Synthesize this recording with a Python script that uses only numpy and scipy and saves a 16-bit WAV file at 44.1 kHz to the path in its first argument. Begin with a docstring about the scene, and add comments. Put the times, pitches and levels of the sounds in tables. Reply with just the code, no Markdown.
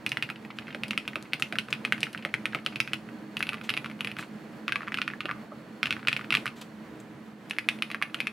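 """Runs of quick typing on a mechanical keyboard with a plastic plate, a microphone close by on the wooden desk.
A soft fan and a faint whine are there from the start; the whine weakens and the fan sinks late on.
Each press and release clacks a keycap, knocks the plate, shakes the case, snaps the switch and thumps the desk.
A small room answers the clacks, fingertips brush the caps, some strokes land hollow; the last run is on a soft mat.
Struck parts are damped modes and shaped noise; fan, whine and brushes are filtered noise."""
import sys
import numpy as np
from scipy import signal
from scipy.fft import rfft, irfft, next_fast_len
from scipy.io import wavfile

SR = 44100
rng = np.random.default_rng(int(sys.argv[2]) if len(sys.argv) > 2 else 0)


def dump(signal):
    """Clip the signal to [-1, 1] and save it as 16-bit WAV at the path in sys.argv[1]."""
    limited = np.clip(np.atleast_2d(signal).T, -1, 1)
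    pcm = np.round(limited * 32767).astype(np.int16)
    wavfile.write(sys.argv[1], SR, pcm)


N = 366910
T = np.arange(SR // 6) / SR  # time within one stroke, s

# Runs of typing, the last on a soft mat. Each row: start in seconds, end in seconds, lift of the snap in dB,
# lift of the thump in dB, spring zing against the snap in dB, plate tuning as a ratio.
RUNS = [(.05, 2.93, 2.5, 1.5, -10.5, 1.05), (3.359, 4.28, -1, 0.5, 1, 0.96), (4.67, 5.33, -2, -3, -8, 0.95),
        (5.831, 6.5, 0.5, 1, -13, 0.996), (7.5, 8.3, 0.5, -10, -1, 0.93)]


def amp(db):
    """Decibels to gain."""
    return 10 ** (np.asarray(db) / 20)


def unit(x):
    """Scale to rms 1."""
    return x / np.sqrt(np.mean(x ** 2) + 1e-20)


def over(x, span):
    """Scale a short sound so that its energy, spread over span seconds, has rms 1."""
    return x * np.sqrt(span * SR / (np.sum(x ** 2) + 1e-20))


def along(points, hz):
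    """Read (Hz, value) points on a log frequency axis."""
    f, v = np.transpose(points)
    return np.interp(np.log(hz + 1), np.log(f + 1), v)


def filtered(x, response):
    """Multiply the spectrum of x by a response of frequency."""
    n = x.shape[-1]
    padded = next_fast_len(n + 4096)
    spectrum = rfft(x, padded) * response(np.fft.rfftfreq(padded, 1 / SR))
    return irfft(spectrum, padded)[..., :n]


def noise(spectrum, shape):
    """Noise coloured by (Hz, dB) points."""
    return filtered(rng.standard_normal(shape), lambda hz: amp(along(spectrum, hz)))


def resonance(centre_hz, width_hz):
    """Noise through one resonance, as long as the whole scene."""
    return filtered(rng.standard_normal(N), lambda hz: bump(hz, centre_hz, width_hz))


def bump(hz, centre, width):
    """Gain of one resonance: 1 at its centre, half at one width to either side."""
    return 1 / (1 + ((hz - centre) / width) ** 2)


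def highpass(x, corner_hz, order):
    """Weaken what lies below a corner frequency."""
    return signal.sosfilt(signal.butter(order, corner_hz, "highpass", fs=SR, output="sos"), x)


def wobble(t, rate):
    """A random curve over times t, rate knots a second."""
    knots = rng.standard_normal(int(rate * t[-1]) + 2)
    return np.interp(t * rate, np.arange(len(knots)), knots)


def clatter(spread_db, rate):
    """Uneven strength of loose parts chattering, rate random levels a second."""
    return amp(spread_db * wobble(T, rate))


def fade(attack, t60):
    """Envelope of a struck thing: a rise, then a decay of 60 dB in t60 seconds."""
    return (1 - np.exp(-T / attack)) * amp(-60 * T / t60)


def ring(modes, pitch, attack, scatter_db):
    """Damped modes, struck at new random strengths each time."""
    total = np.zeros(len(T))
    for f, db, t60 in modes:
        strength = amp(db + scatter_db * rng.normal())
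        total += strength * np.sin(2 * np.pi * f * pitch * T) * fade(attack, t60)
    return total


def pan(db):
    """Left and right gains for a level difference, positive to the left."""
    return amp(np.array([[.5], [-.5]]) * db)


def add(track, s, sound):
    """Mix a sound into a track at time s."""
    part = track[..., max(0, round(s * SR)):][..., :len(T)]
    part += sound[..., :part.shape[-1]]


def run_at(s):
    """Snap lift, thump lift, zing and plate tuning of the run of typing around or nearest to time s."""
    return min(RUNS, key=lambda run: max(run[0] - s, s - run[1]))[2:]


def fan():
    """Soft moving air with a few narrow resonances, wavering in level together."""
    # Fan and room air. Each row: frequency in Hz, relative level in dB per Hz.
    air_spectrum = [(20, -46), (45, -45), (75, -11), (98, -17), (120, -2), (170, -1.5), (250, -1),
                    (370, -7.5), (520, -7.5), (900, -13.5), (1800, -15.5), (3200, -25), (5500, -34),
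                    (16000, -44)]
    # Left-right likeness of the air. Each row: frequency in Hz, coherence from 0 to 1.
    alike = [(60, 0.93), (180, 0.96), (550, 0.78), (1650, 0.66), (4970, 0.56), (15000, 0.79)]
    # Narrow resonances. Each row: frequency in Hz, width in Hz, rms in dB before the slow level changes.
    resonances = [(215.6, 11.9, -48.5), (314.4, 11.8, -54.5), (431, 12.5, -63.5), (993, 2.8, -71.5)]
    # The background sinks a little toward the end. Each row: time in seconds, gain in dB.
    slow_level = [(6.3, 0.52), (7.0, -0.86)]

    def mid_side_gains(hz):
        angle = np.arccos(np.clip(along(alike, hz), -1, 1)) / 2
        return np.array([np.cos(angle), np.sin(angle)])

    mid, side = filtered(noise(air_spectrum, (2, N)), mid_side_gains)
    air = amp(-48) * unit(np.array([mid + side, mid - side]))
    hum = sum(amp(db) * unit(resonance(f, width)) for f, width, db in resonances)
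    t = np.arange(N) / SR
    waver_db = 1.4 * wobble(t, rate=14)
    return amp(np.interp(t, *np.transpose(slow_level)) + waver_db) * (air + hum)


def whine():
    """A thin, fuzzy electrical whine: narrow noise that weakens late on."""
    # Steady before the first row and after the last. Each row: time in seconds, rms level in dB.
    whine_level = [(6.8, -72.5), (7.1, -80)]
    level_db = np.interp(np.arange(N) / SR, *np.transpose(whine_level))
    return amp(level_db) * unit(resonance(4370, 83))


def keys():
    """Every contact clacks the cap and knocks the plate; case, switch and desk follow its strength."""
    # Presses and releases. Each row: time in seconds, strength as rms of the cap in dB,
    # cap pitch in Hz, plate knock in dB.
    contacts = [(0.064, -20.5, 2560, -45), (0.1184, -23.5, 2710, -56), (0.1713, -24, 1930, -36),
                (0.2251, -20.5, 2630, -42), (0.2907, -40, 2040.0, -41), (0.301, -29, 2470, -36.5),
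                (0.4497, -43.5, 2360.0, -50), (0.587, -32.5, 2800, -39), (0.682, -49, 2320, -43),
                (0.7475, -29.5, 2340, -38), (0.8353, -24.5, 2550, -56), (0.9086, -24, 2700, -45.0),
                (0.9327, -36, 2210, -44), (0.977, -21, 2600, -39), (1.0781, -25.5, 2600, -48),
                (1.1333, -46, 2140.0, -42), (1.157, -26.5, 2530, -35.5), (1.3338, -20, 2620.0, -36.5),
                (1.398, -56, 2580, -40), (1.4233, -19.0, 2690, -32.5), (1.5252, -28, 2320, -37),
                (1.556, -34.5, 1720, -36), (1.5861, -20.5, 2880, -32), (1.6854, -43.0, 2510.0, -40),
                (1.7278, -19, 2580, -33), (1.8502, -20.5, 2430.0, -36), (1.9235, -18, 2100, -26),
                (1.98, -39, 2400.0, -42), (2.031, -19, 2720.0, -36), (2.0685, -38, 1760.0, -43),
                (2.148, -39, 2040, -34), (2.1764, -36.5, 2750, -58.0), (2.2502, -22.0, 2270, -36.0),
                (2.3406, -20.5, 2160, -35), (2.456, -22.5, 2420, -38), (2.5324, -44, 1700.0, -37),
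                (2.5479, -24, 2360, -31.0), (2.6628, -22.5, 3000, -33), (2.7587, -25.5, 2600, -51.0),
                (2.8027, -17, 2520, -37), (2.8762, -32.5, 2380, -39), (2.9336, -21, 2830, -38),
                (3.0889, -50, 2490.0, -44), (3.3694, -25, 2750, -44), (3.4059, -26, 1720, -46),
                (3.427, -21, 2530, -42), (3.469, -32, 2590.0, -54.0), (3.4913, -23.5, 2610, -63),
                (3.5246, -42, 1700.0, -41.5), (3.5322, -33, 2520, -37.5), (3.543, -33, 2260, -39),
                (3.6132, -38, 2420, -44), (3.6913, -31, 2100, -37.0), (3.6943, -22.5, 2800, -52),
                (3.7031, -24, 2720.0, -40), (3.739, -27.5, 2650, -46), (3.7681, -30.5, 2510, -51),
                (3.775, -24, 2500, -52.0), (3.8451, -33.5, 2200.0, -40), (3.86, -36, 2480, -36),
                (3.8991, -40.5, 2260, -50), (3.9137, -40.5, 2280, -50), (4.0077, -26.5, 2820, -39),
                (4.047, -26.0, 2590, -47), (4.073, -26.5, 2520, -52.0), (4.1155, -35, 2530, -60.5),
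                (4.1674, -37, 2300, -40), (4.187, -33, 2230, -52), (4.193, -33, 1670.0, -44),
                (4.227, -42, 2300, -41), (4.6808, -23.5, 2620, -31), (4.6938, -31, 1980.0, -39.0),
                (4.7224, -22.5, 2620, -26), (4.758, -23.5, 2360, -29.5), (4.8069, -49, 1750.0, -36),
                (4.8196, -38.5, 1870.0, -51), (4.832, -53, 1900.0, -38), (4.8766, -50, 1680.0, -35),
                (4.8816, -35, 2240, -35), (4.921, -29, 1850, -47), (4.9432, -24, 2670, -34),
                (4.9734, -28.5, 2690, -44.0), (4.9863, -28, 2500, -30.5), (5.0172, -22.5, 2640, -35),
                (5.0785, -25.5, 2400, -31), (5.1014, -42, 1940, -40), (5.136, -49, 1690.0, -36),
                (5.2061, -27.0, 2580.0, -35.5), (5.256, -29, 2700, -35), (5.286, -51, 1830.0, -38),
                (5.292, -41, 1850.0, -30), (5.3014, -47, 2180.0, -32), (5.3121, -31, 2120, -31),
                (5.8306, -18.5, 2350, -31.0), (5.8574, -23.5, 2620, -41.0), (5.87, -28, 2760.0, -36),
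                (5.9075, -20, 2630, -36.5), (5.9261, -23.5, 2560, -42), (5.9665, -45, 1870, -38),
                (6.0295, -46, 1950.0, -42.5), (6.0504, -46, 2370, -44), (6.0729, -21.5, 2730, -33.5),
                (6.0842, -16.5, 2470, -36), (6.117, -35, 2640.0, -40.0), (6.1292, -22, 2570, -37),
                (6.1652, -24, 2550, -47), (6.1936, -40, 2210.0, -37), (6.2118, -40.0, 2000, -40.5),
                (6.2449, -41, 2440.0, -44), (6.3056, -22.5, 2730, -34), (6.324, -22, 2560, -38),
                (6.3269, -20.5, 2380, -36.0), (6.3411, -22.5, 2600, -30), (6.3512, -15.5, 2580, -35.0),
                (6.3706, -24.5, 2640.0, -44.0), (6.4571, -42, 1910, -30), (6.466, -28.5, 2190.0, -38),
                (6.4779, -30.5, 2535, -38), (7.5097, -24.5, 2480.0, -56), (7.5855, -21.5, 2168, -53),
                (7.6878, -16.5, 2490, -47), (7.7884, -44, 2300, -61), (7.823, -20, 2600, -36),
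                (7.9023, -34, 2300.0, -43), (7.9149, -27, 2330, -56), (7.946, -30, 2030, -33),
                (8.0159, -40, 2182, -32.0), (8.0245, -19.5, 2170.0, -42), (8.1447, -26, 2950, -34),
                (8.2034, -21.5, 2450, -64), (8.2706, -23, 2440, -40)]
    firm_db = -20  # strength of a firm stroke
    # what a firm stroke excites, and the dB that this gains per dB of strength
    case_db, case_grows = -32.5, 0.92
    snap_db, snap_grows = -41, 1
    thump_db, thump_grows = -45, 0.31
    snap_db_per_octave = 7.5  # a higher, harder contact snaps more
    clacks, thumps = np.zeros((2, N)), np.zeros(N)
    for s, db, cap_hz, plate_db in contacts:
        snap_lift, thump_lift, zing_db, tuning = run_at(s)
        force_db = db - firm_db
        hardness_db = snap_db_per_octave * np.log2(cap_hz / 2500)
        cap = amp(db) * cap_clack(cap_hz, attack=.0002, scatter_db=1.5, span=.003)
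        plate = amp(plate_db) * plate_knock(tuning)
        case = amp(case_db + case_grows * force_db) * case_ring()
        switch = amp(snap_db + snap_grows * force_db + hardness_db + snap_lift) * snap(zing_db)
        place = pan(1.1 * rng.normal())
        add(clacks, s, place * (pan(-0.9) * (cap + case) + pan(-2.5) * plate + pan(1.0) * switch))
        add(thumps, s, amp(thump_db + thump_grows * force_db + thump_lift) * desk_thump())
    # the desk top is too small to radiate the deepest bass
    return clacks, highpass(thumps, 66.5, order=6)


def cap_clack(pitch_hz, attack, scatter_db, span):
    """A keycap rings on its stem in short damped modes, one of them faint and lingering."""
    # Each row: multiple of the cap pitch, relative level in dB, t60 in seconds.
    cap_modes = [(1, 26.5, 0.004), (1.02, -9, .026), (1.3, 8, 0.0043), (1.7, -22, 0.0059)]
    return over(ring(cap_modes, pitch_hz, attack, scatter_db), span)


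def plate_knock(tuning):
    """Short modes of new random strength and slight detuning each time, weak below the first mode."""
    # Modes of the plate. Each row: frequency in Hz before tuning, relative level in dB, t60 in seconds.
    plate_modes = [(1248, -5, 0.022), (1456, 5.5, 0.0092), (1780, -9.5, 0.017)]
    bend = ring(plate_modes, tuning + 0.026 * rng.normal(), attack=0.00026, scatter_db=9.0)
    return over(highpass(bend, 1080, order=3), 0.0059)


def case_ring():
    """The case rings in many close modes, a few of which stand out."""
    # Dense ringing of the case and the neighbouring keys. Each row: frequency in Hz, relative dB per Hz.
    dense_spectrum = [(300, -38), (980, -31), (1300, -11.5), (2000, -1.5), (2650, 3.5), (3300, -9.5),
                      (4200, -14.5), (5200, -19), (6800, -34), (16000, -39)]
    # Strongest modes. Each row: frequency in Hz before a small random detuning, relative dB, t60 in seconds.
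    strong_modes = [(1313, -14, 0.064), (1503, -3, 0.07), (2005, -7, 0.11), (2144, -2, 0.079),
                    (2530, 5, 0.078), (2730, -6, 0.024), (3187, -0.5, .04), (4080, -8.5, 0.054),
                    (4950, -15, .04)]
    grain = unit(noise(dense_spectrum, len(T)) * fade(0.00026, 0.038) * clatter(spread_db=2.5, rate=540))
    modes = unit(ring(strong_modes, 1 + 0.01 * rng.normal(), attack=0.0012, scatter_db=6.5))
    return over(grain + amp(-6.5) * modes, 0.013)


def snap(zing_db):
    """A sharp snap of the stem; a fine rattle and a high zing of the spring start at once and last longer."""
    # Plastic snap inside the switch. Each row: frequency in Hz, relative level in dB per Hz.
    snap_spectrum = [(1500, 0), (3500, 9), (5000, 7.5), (6800, -6.5), (9000, 0), (10400, -3), (12500, -9.5),
                     (16000, -27)]
    rattle = amp(-16) * fade(0.00078, 0.052) * clatter(spread_db=2.5, rate=670)
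    stem = unit(noise(snap_spectrum, len(T)) * (fade(.00005, 0.003) + rattle))
    spring = filtered(rng.standard_normal(len(T)), lambda hz: bump(hz, centre=10580, width=750))
    zing = unit(spring * fade(.0002, t60=0.015))
    return over(stem, 0.0061) + amp(zing_db) * over(zing, 0.0022)


def desk_thump():
    """The wooden desk answers with a short burst of low noise."""
    # Thump of the desk. Each row: frequency in Hz, relative level in dB per Hz.
    desk_spectrum = [(30, -60), (70, -31), (105, -7.5), (135, 13.5), (190, -7.5), (240, 5), (330, -7.5),
                     (550, -14), (900, -10), (2000, -39)]
    return over(noise(desk_spectrum, len(T)) * fade(0.0038, 0.091), 0.023)


def fingers(tick_db, spread_db):
    """Fingertips brush the caps (noise) and nudge loose ones into faint ticks at random times in each run."""
    # Brushes over the caps. Each row: time in seconds, level in dB, length in seconds, centre in Hz.
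    brushes = [(0.564, -57, 0.018, 3000), (1.396, -47, 0.011, 8900), (1.703, -43.5, 0.0084, 4940),
               (3.633, -46.5, 0.028, 3200), (4.178, -47.5, 0.046, 3500), (6.556, -53.5, 0.048, 3960),
               (6.611, -42.5, 0.013, 3600), (7.0, -51, 0.0062, 7800)]
    # Skin on plastic. Each row: frequency in Hz, relative level in dB per Hz.
    skin_spectrum = [(1000, 6), (3000, 1), (5000, -8), (7500, -1.5), (10000, -11), (13000, -10),
                     (16000, -18)]
    track = np.zeros(N)
    for s, db, length, centre_hz in brushes:
        skin = filtered(noise(skin_spectrum, len(T)), lambda hz: 1 + amp(5) * bump(hz, centre_hz, 1300))
        add(track, s, amp(db) * over(skin * fade(length / 2, 4 * length), length))
    for start, end, *_ in RUNS:
        for s in rng.uniform(start, end, int(18 * (end - start))):  # 18 ticks a second
            cap = cap_clack(rng.uniform(880, 3000), attack=0.00016, scatter_db=4, span=0.011)
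            level_db = tick_db + spread_db * (rng.random() + 0.5)
            add(track, s, amp(level_db) * (cap + case_ring()))
    return track


def switch_ticks():
    """A switch ticks on its own as its stem starts to move: the snap alone."""
    # Each row: time in seconds, level in dB.
    ticks = [(0.0928, -39), (0.882, -44), (1.2261, -46.5), (1.398, -45), (1.555, -51), (1.7056, -57),
             (2.006, -39.5), (2.13, -46.5), (2.65, -52.5), (3.393, -45), (4.187, -48), (4.2097, -48),
             (6.4576, -41), (6.6146, -45.5), (7.4977, -43)]
    track = np.zeros((2, N))
    for s, db in ticks:
        add(track, s, amp(db) * pan(1.0) * snap(zing_db=-13.5))
    return track


def room(x, tail_db):
    """Things on the desk and near walls throw back quick copies, along with a short diffuse tail."""
    # Room decay. Each row: frequency in Hz, t60 in seconds.
    decay = [(200, 0.13), (1200, 0.29), (2600, 0.18), (6000, 0.32), (11000, 0.37)]
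    # Echoes from the desk and near walls. Each row: delay in seconds before a small jitter, level in dB.
    echoes = [(.0057, -20), (.0079, -22), (0.0095, -18), (.0199, -29), (.0244, -26.5)]
    wet = np.zeros((2, N + len(T)))
    for start in range(0, N, len(T)):  # a fresh random set of echoes and tail for each block of time
        hz, t, z = signal.stft(rng.standard_normal((2, len(T))), SR, nperseg=256)
        decaying = z * amp(-60 * t / along(decay, hz)[:, None])
        tail = signal.istft(decaying, SR, nperseg=256)[1][:, :len(T)]
        tail = tail * (1 - np.exp(-(T / 0.0015) ** 2))  # soft start
        mid, side = amp(tail_db) * tail / np.linalg.norm(tail[0])
        for delay, db in echoes:
            at = round(abs(delay + .00025 * rng.normal()) * SR)
            mid[at] += amp(db)
            side[at] += amp(db) * rng.normal()
        paths = np.array([mid + 0.5 * side, mid - 0.5 * side])
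        answer = signal.fftconvolve(x[None, start:start + len(T)], paths, axes=1)
        wet[:, start:start + answer.shape[1]] += answer
    return wet[:, :N]


def knocks():
    """A heavy finger sounds the hollow of the housing, at a pitch set for each stroke."""
    # Hollow knocks. Each row: time in seconds, level in dB before a 9 dB cut, pitch of the hollow in Hz.
    heavy_strokes = [(0.746, -32.5, 566), (1.156, -30, 382), (1.523, -31.5, 668), (1.553, -38.5, 1070),
                     (2.251, -29, 550), (2.549, -29.5, 564), (2.665, -35.5, 424), (5.246, -28.5, 476),
                     (5.29, -37, 880), (5.516, -33.5, 900), (7.945, -39, 800), (8.024, -42, 800)]
    # Hollow of the housing. Each row: frequency in Hz, relative level in dB per Hz.
    hollow_spectrum = [(120, -42), (300, 7), (430, -7), (570, 0.5), (750, -1.5), (950, -21), (1200, 0.5),
                       (2200, -30), (6000, -70)]
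    track = np.zeros(N)
    for s, db, pitch_hz in heavy_strokes:
        hollow = filtered(noise(hollow_spectrum, len(T)), lambda hz: 1 + amp(8) * bump(hz, pitch_hz, 206))
        add(track, s, amp(db - 9.0) * over(hollow * fade(0.0043, 0.082), 0.019))
    return highpass(track, 130, order=2)


def scene():
    """The keyboard in its room; the low sounds lean a little to the right."""
    clacks, thumps = keys()
    clacks = clacks + switch_ticks() + fingers(tick_db=-61.0, spread_db=8.5)
    clacks = highpass(clacks, 83, order=2)  # the clacks carry little below about 80 Hz
    low = (thumps + knocks() + fan()) * pan(-2.17)
    return clacks + room(clacks.mean(axis=0), tail_db=-11.0) + low + whine()


def record(dry):
    """The recorder keeps nothing above its band limit of 15.9 kHz."""
    return filtered(dry, lambda hz: hz < 15900)


dry = scene()
out = record(dry)
dump(out)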